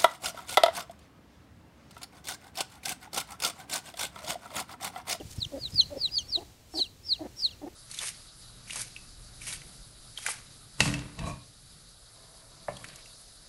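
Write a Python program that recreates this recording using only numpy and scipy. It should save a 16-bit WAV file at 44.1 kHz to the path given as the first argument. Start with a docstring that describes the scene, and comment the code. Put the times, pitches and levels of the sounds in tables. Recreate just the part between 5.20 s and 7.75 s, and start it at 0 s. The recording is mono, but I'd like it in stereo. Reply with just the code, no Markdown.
"""Chicks peep in a backyard run, heard on a stereo pair: some from the coop, one nearer the microphones.
Each peep is a near-pure whistle that arches, sweeps down and drops into a weak low tail; echoes off
coop and ground colour it differently at each microphone. Straight ahead, a hen clucks softly about
twice a second. Straw and dry leaves rustle, a few puffs of air hit the right microphone, and the
yard rumbles faintly in the distance."""
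import sys
import numpy as np
from scipy import signal
from scipy.fft import rfft, irfft
from scipy.io import wavfile
from scipy.ndimage import uniform_filter1d

SR = 44100
rng = np.random.default_rng(int(sys.argv[2]) if len(sys.argv) > 2 else 0)


def unload_wav(signal):
    """Save mono or channel-first audio to the path in sys.argv[1] as 16-bit WAV at rate SR, clipped to [-1, 1]."""
    wavfile.write(
        sys.argv[1],
        SR,
        np.round(np.clip(np.atleast_2d(signal).T, -1, 1) * 32767).astype(np.int16),
    )


N = 112454
TIME = np.arange(N) / SR


def chicks(echo_db=-15.5):
    """Chicks in the coop and a nearer one whose voice cracks, with their echoes round the yard."""
    # Peeps; the knee is where the fall breaks into the tail: (start [s], rise [s], fall [s], tail [s],
    # crest [Hz], knee [Hz], bow of the fall [exponent], level [dB], tail [dB], second voice [dB],
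    # overtones [dB])
    coop_peeps = [(-.095, 0.027, .062, 0.0237, 5200, 3550, 1.1, -28.5, -5, -46, -2),
                  (0.164, .035, 0.049, 0.0084, 5400, 3380, 0.59, -20.5, -1.5, -32, 7),
                  (.372, 0.028, .078, 0.01, 5010, 3500, 1.1, -24.5, -10.5, -33, 3),
                  (0.761, 0.025, 0.085, 0.024, 5420, 3650, 0.91, -18, -10, -8, 2.5),
                  (1.069, 0.031, 0.071, 0.022, 5570, 3625, 0.95, -16.5, -14.5, -13, 0.5),
                  (1.515, .036, 0.088, 0.032, 5550, 3670, 0.88, -19, -10.5, -7, -1.5),
                  (1.828, 0.039, 0.075, 0.028, 5480, 3656, 1.17, -16.5, -14, -9, 0),
                  (2.158, 0.037, 0.079, 0.023, 5660, 3637, 1.01, -16.5, -13.5, -0.5, -3),
                  (2.226, 0.017, 0.063, 0.034, 4630, 3320, 1.9, -42.5, 5.5, -30, 8.5)]
    near_peeps = [(0.519, 0.017, 0.074, 0.03, 5183, 3890, 1.5, -10.5, -6.5, -32, -1.5),
                  (.903, 0.035, 0.046, 0.045, 4987, 4240, 1.6, -10.5, -10.5, -36, 3.5),
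                  (1.534, .022, .038, 0.036, 4624, 3790, 1.4, -23, -5, -18, -2.5)]
    # Voices: swell at start, crest, mid-fall, late fall and knee [dB]; the tail's fade [dB], first and
    # last pitch [Hz]; 2nd and 3rd harmonic as (before the knee [dB], after it [dB])
    coop_voice = dict(swell_db=[-37.5, -23.5, -7, -0.5, -7.5],
                  fade_db=-10.5, drop_hz=3530, end_hz=2720, overtones_db=[(-31, -18.5), (-41, -30.5)])
    near_voice = dict(swell_db=[-35, -14, -9.5, -2.5, -6],
                  fade_db=-17, drop_hz=3372, end_hz=2828, overtones_db=[(-34, -10.5), (-54, -26)])
    # Paths to the microphones: (frequency [Hz], left [dB], right [dB], left phase lead [rad])
    coop_path = [(2580, 10.5, -14, -1.6), (2890, -7, -11, -1.2), (3330, 4, -8, -3.5),
                 (3590, -37, -4.5, 2.5), (3818, 3, -12, 0.2), (3900, 1, -10.5, 0.055),
                 (4200, 3.5, 2.5, 1.67), (4750, -3, -3, 0.66), (4314, -16, 3, -1), (4680, 0.5, 0, 0.89),
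                 (4880, -0.5, 4.5, -2.14), (5030, -3.5, -7, 1.96), (6040, 6.5, 3, -0.16)]
    near_path = [(2840, -3, -8.5, 2), (3430, -2, -21, 1), (4100, 5.5, 1, 1), (4250, -5, 0.5, 0.44),
                 (4500, -6, 4.5, 3.5), (4550, -4, 7.5, 2.6), (4670, -15, -7, 1.5), (4945, -0.5, -7, 0.5),
                 (5360, -35, -38, 17)]
    direct = sum(peep(row, coop_voice, coop_path) for row in coop_peeps)
    direct += sum(peep(row, near_voice, near_path) for row in near_peeps)
    return direct + from_db(echo_db) * echoes(resonate(direct.mean(axis=0), hz=4850, width=1400))


def peep(row, voice, path, start_ratio=0.91, second_ratio=0.895, wobble=0.0052, flutter_db=2.19):
    """One whistle: up to a crest, louder on the way down, then a drop into a reedy tail."""
    # How well the beak radiates overtones: (frequency [Hz], gain [dB])
    beak = [(5500, -0.5), (9300, 0), (10300, -17), (12500, -6), (14500, -4)]
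    start, rise, fall, tail, crest_hz, knee_hz, bow, db, tail_db, second_db, reedy_db = row
    crest = start + rise
    knee = crest + fall
    rising = np.clip((TIME - start) / rise, 0, 1)
    falling = np.clip((TIME - crest) / fall, 0, 2)
    fading = np.clip((TIME - knee) / tail, 0, 1)
    broken = 0.5 + 0.5 * np.tanh((TIME - knee) / 0.0012)  # 0 before the knee, 1 after

    rise_hz = crest_hz * (1 - (1 - start_ratio) * (1 - rising) ** 2)
    hz = smooth(rise_hz - (crest_hz - knee_hz) * falling ** bow, span_s=0.012)
    tail_hz = voice["end_hz"] + (voice["drop_hz"] - voice["end_hz"]) * (1 - fading) ** 1.62
    hz += broken * (tail_hz - hz)

    swell_times = [start, crest, crest + fall / 2, crest + 0.835 * fall, knee]
    shape_db = np.interp(TIME, swell_times, voice["swell_db"])
    shape_db += broken * (tail_db + voice["fade_db"] * fading - shape_db)
    level = from_db(db + shape_db + flutter_db * drift(83)) * gate(start, knee + tail, edge_s=0.004)
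    level *= 1 + 0.29 * swell(crest, width_s=0.021) * drift(340)  # unsteady around the crest

    phase = 2 * np.pi * np.cumsum(hz * (1 + wobble * drift(130))) / SR
    left_db, right_db, lead = [smooth(at_hz(path, hz, column), span_s=0.0015) for column in (1, 2, 3)]
    mic_phase = lead * np.array([[0.5], [-0.5]])
    tone = from_db([left_db, right_db]) * np.sin(phase + mic_phase)
    knee_dip = (2 * broken - 1) ** 2  # overtones vanish briefly as the voice breaks
    for k, (clear_db, cracked_db) in enumerate(voice["overtones_db"], 2):
        overtone_db = reedy_db + clear_db + broken * (cracked_db - clear_db) + at_hz(beak, k * hz)
        tone += from_db(overtone_db) * knee_dip * np.sin(k * phase + mic_phase)
    second_level = from_db(second_db) * swell(crest + 0.0038, width_s=0.0089)
    return level * (tone + second_level * np.sin(second_ratio * phase))


def hen(echo_db=-16):
    """The hen clucks straight ahead of the microphones, and the yard echoes her."""
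    # Clucks: (hoot time [s], pitch [Hz], glide [Hz/s], hoot [dB], octave [dB], catch delay [s],
    # catch half-width [s], catch [dB], rasp [dB])
    clucks = [(-.02, 286.3, 7, -40.5, 3.5, 0.03, 0.0067, -44, -2.5),
              (0.345, 282.8, -300, -36.5, 3.5, 0.029, 0.012, -39.5, -8.5),
              (0.729, 285.7, -200, -43.5, 10, 0.042, 0.0076, -42.5, -4),
              (1.183, 339, 1499.5, -37, -2.5, 0.041, 0.0029, -45, -4.5),
              (1.564, 303, 299.5, -35.5, -9, 0.03, 0.0089, -41, -5),
              (2.019, 311.6, 99, -33, -5, 0.0405, 0.0056, -35, -7.5),
              (2.442, 296, 301, -34, -7, 0.036, 0.0026, -36.5, -8)]
    direct = sum(cluck(*row) for row in clucks)
    return direct + from_db(echo_db) * echoes(direct)


def cluck(time, pitch_hz, glide, db, octave_db, catch_delay, catch_width, catch_db, rasp_db):
    """A closed-beak hoot of three harmonics, then a catch; rasp puffs through the throat each cycle."""
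    # Throat resonances: (frequency [Hz], bandwidth [Hz], gain [dB])
    throat = [(347, 134, 7.5), (572, 145, -0.5), (741, 117, 6), (1080, 106, -9), (1690, 780, -15.5)]
    lead_s, onset_s = 0.028, 0.0027
    start = time - lead_s
    hoot = swell(time, width_s=0.0092)
    catch = swell(time + catch_delay, catch_width)
    sounding = gate(start, time + catch_delay + catch_width + 0.0096, edge_s=0.005)

    hz = pitch_hz + glide * np.clip(TIME - time, -lead_s, catch_delay)
    jitter = 0.0254 + 0.0808 * (1 - hoot)  # the pitch is steadiest in the hoot
    phase = 2 * np.pi * np.cumsum(hz * (1 + jitter * drift(97.2))) / SR
    tone = np.sin(phase) + from_db(octave_db) * np.sin(2 * phase) + from_db(-20.5) * np.sin(3 * phase)
    puffs = rng.standard_normal(N) * (1 + np.cos(phase)) ** 2
    rasp = rms_one(sum(from_db(gain_db) * resonate(resonate(puffs, centre, width), centre, width)
                       for centre, width, gain_db in throat))

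    bed = from_db(db - 6)  # soft voicing around the hoot
    voiced = np.maximum(from_db(db) * hoot + from_db(catch_db) * catch, 0.49 * bed)
    throat_opening = from_db(db - 13.5) * swell(start + onset_s, onset_s)
    breathy = bed * (1 - hoot / 2) + from_db(catch_db - 5) * catch + throat_opening
    return sounding * (voiced * tone + from_db(rasp_db) * breathy * rasp)


def echoes(x, t60_s=0.29, build_s=0.0043):
    """Diffuse echoes from coop, fence and house, different at each microphone."""
    t = TIME[:SR // 2]
    tail = rng.standard_normal((2, len(t))) * from_db(-60 * t / t60_s) * (1 - np.exp(-t / build_s))
    return signal.fftconvolve(x[None], rms_one(tail) / np.sqrt(len(t)), axes=1)[:, :N]


def straw(snaps_per_s=1400, spread_db=4, left_db=-2):
    """Dense tiny snaps of straw and leaves underfoot, a little to the right."""
    # Rustles: (time [s], half-width [s], level [dB])
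    rustles = [(.075, 0.013, -54), (.112, 0.0073, -42), (.126, 0.0085, -43), (.165, 0.0064, -44.5),
               (.507, 0.0022, -44.5), (.546, 0.0019, -42), (.56, 0.057, -56.5), (1.19, 0.083, -56.5),
               (1.582, 0.014, -43.5), (1.59, 0.051, -48), (1.90, 0.055, -59), (2.23, 0.04, -50)]
    # Colour of the snaps: (frequency [Hz], level [dB])
    spectrum = [(1000, -17), (2800, -8), (5000, -4), (8500, -1.5), (10500, -7), (15500, -17.5)]
    snaps = (rng.random((2, N)) < snaps_per_s / SR) * rng.choice([-1, 1], (2, N))
    sizes = from_db(spread_db * np.minimum(rng.exponential(1, (2, N)), 3))
    return colour(snaps * sizes, spectrum) * swells(rustles) * from_db([[left_db], [0]])


def wind(left_db=-30):
    """Puffs of air thump on the right microphone and barely touch the left."""
    # Puffs: (time [s], half-width [s], level [dB])
    puffs = [(.055, 0.018, -37), (.187, 0.0052, -25.5), (.225, 0.013, -43), (.267, 0.004, -31),
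             (.45, 0.016, -39), (.55, 0.0099, -29), (.585, 0.018, -38.5), (.66, 0.036, -45)]
    # Colour of the thumps: (frequency [Hz], level [dB])
    spectrum = [(20, -18), (50, -5), (90, 6), (150, 0), (250, -10.5), (450, -28), (900, -48)]
    return colour(rng.standard_normal(N), spectrum) * swells(puffs) * from_db([[left_db], [0]])


def yard():
    """A distant rumble, its low end largely shared by both microphones, and a light leafy hiss."""
    # Colour of the rumble: (frequency [Hz], level [dB], left-right likeness [0 to 1])
    rumble_spectrum = [(20, -9.5, 0), (53.4, 1, 1), (93, 1.5, 0.79), (163, -8, 0.84), (296, -13, 0.75),
                       (567, -17, 0.53), (950, -19, 0), (1670, -23, 0), (4000, -22.5, 0.062),
                       (6600, -27, 0), (9900, -31, 0), (15500, -32, 0)]
    # Colour of the hiss: (frequency [Hz], level [dB])
    hiss_spectrum = [(800, -14), (2000, -5.5), (4500, 1.5), (7000, 1.5), (10000, -4), (15500, -10)]
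    # Rise and fall of each: (time [s], level [dB])
    rumble_levels = [(0, -50.5), (.85, -49.5), (1.15, -51), (1.4, -54.5), (1.8, -55), (1.95, -52.5),
                     (2.55, -52.5)]
    hiss_levels = [(0, -54), (.55, -54.5), (.9, -56.5), (1.25, -61.5), (1.4, -63), (1.8, -61), (2.0, -59),
                   (2.55, -61)]
    alike = at_hz(rumble_spectrum, np.fft.rfftfreq(N, 1 / SR), column=2)
    mid, side = rfft(rng.standard_normal((2, N)))
    left_right = np.sqrt(1 + alike) * mid + np.sqrt(1 - alike) * side * [[1], [-1]]
    rumble = colour(irfft(left_right, N), rumble_spectrum)
    hiss = colour(rng.standard_normal((2, N)), hiss_spectrum)
    rumble_db = np.interp(TIME, *np.transpose(rumble_levels))
    hiss_db = np.interp(TIME, *np.transpose(hiss_levels)) + 0.25 * drift(31)
    return from_db(rumble_db) * rumble + from_db(hiss_db) * hiss


def from_db(db):
    """Decibels to gain."""
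    return 10 ** (np.asarray(db) / 20)


def rms_one(x):
    """Scale to unit power."""
    return x / np.sqrt(np.mean(x ** 2) + 1e-20)


def at_hz(table, hz, column=1):
    """Read a column of a table on a log-frequency axis."""
    table = np.array(table, float)
    return np.interp(np.log(np.maximum(hz, 1)), np.log(table[:, 0]), table[:, column])


def drift(rate_hz):
    """Random wandering of unit power, mostly slower than the given rate."""
    pole = np.exp(-2 * np.pi * rate_hz / SR)
    return rms_one(signal.lfilter([1], [1, -2 * pole, pole * pole], rng.standard_normal(N + SR))[SR:])


def colour(x, spectrum):
    """Give a noise a spectrum, at unit power."""
    gain = from_db(at_hz(spectrum, np.fft.rfftfreq(N, 1 / SR)))
    return rms_one(irfft(rfft(x) * gain, N))


def swell(time, width_s):
    """A bell-shaped rise and fall of the given half-width."""
    return np.exp(-0.5 * ((TIME - time) / width_s) ** 2)


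def swells(rows):
    """The joint level of several swells, added in power."""
    return np.sqrt(sum((from_db(db) * swell(time, width)) ** 2 for time, width, db in rows))


def gate(start, end, edge_s):
    """On from start to end, with soft edges."""
    return np.clip((TIME - start) / edge_s, 0, 1) * np.clip((end - TIME) / edge_s, 0, 1)


def resonate(x, hz, width):
    """One resonance with gain 1 at its peak."""
    radius = np.exp(-np.pi * width / SR)
    feedback = [1, -2 * radius * np.cos(2 * np.pi * hz / SR), radius ** 2]
    return signal.lfilter(np.array([1, 0, -1]) * (1 - radius ** 2) / 2, feedback, x)


def smooth(x, span_s):
    """Round off corners over about this span."""
    size = max(1, int(span_s * SR))
    return uniform_filter1d(uniform_filter1d(x, size), size)


def scene():
    """The backyard run as it reaches the two microphones."""
    return chicks() + hen() + straw() + wind() + yard()


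def record(dry):
    """The top is cut steeply above 15650 Hz."""
    return signal.sosfilt(signal.ellip(12, 0.1, 80, 15650, fs=SR, output="sos"), dry)


dry = scene()
out = record(dry)
unload_wav(out)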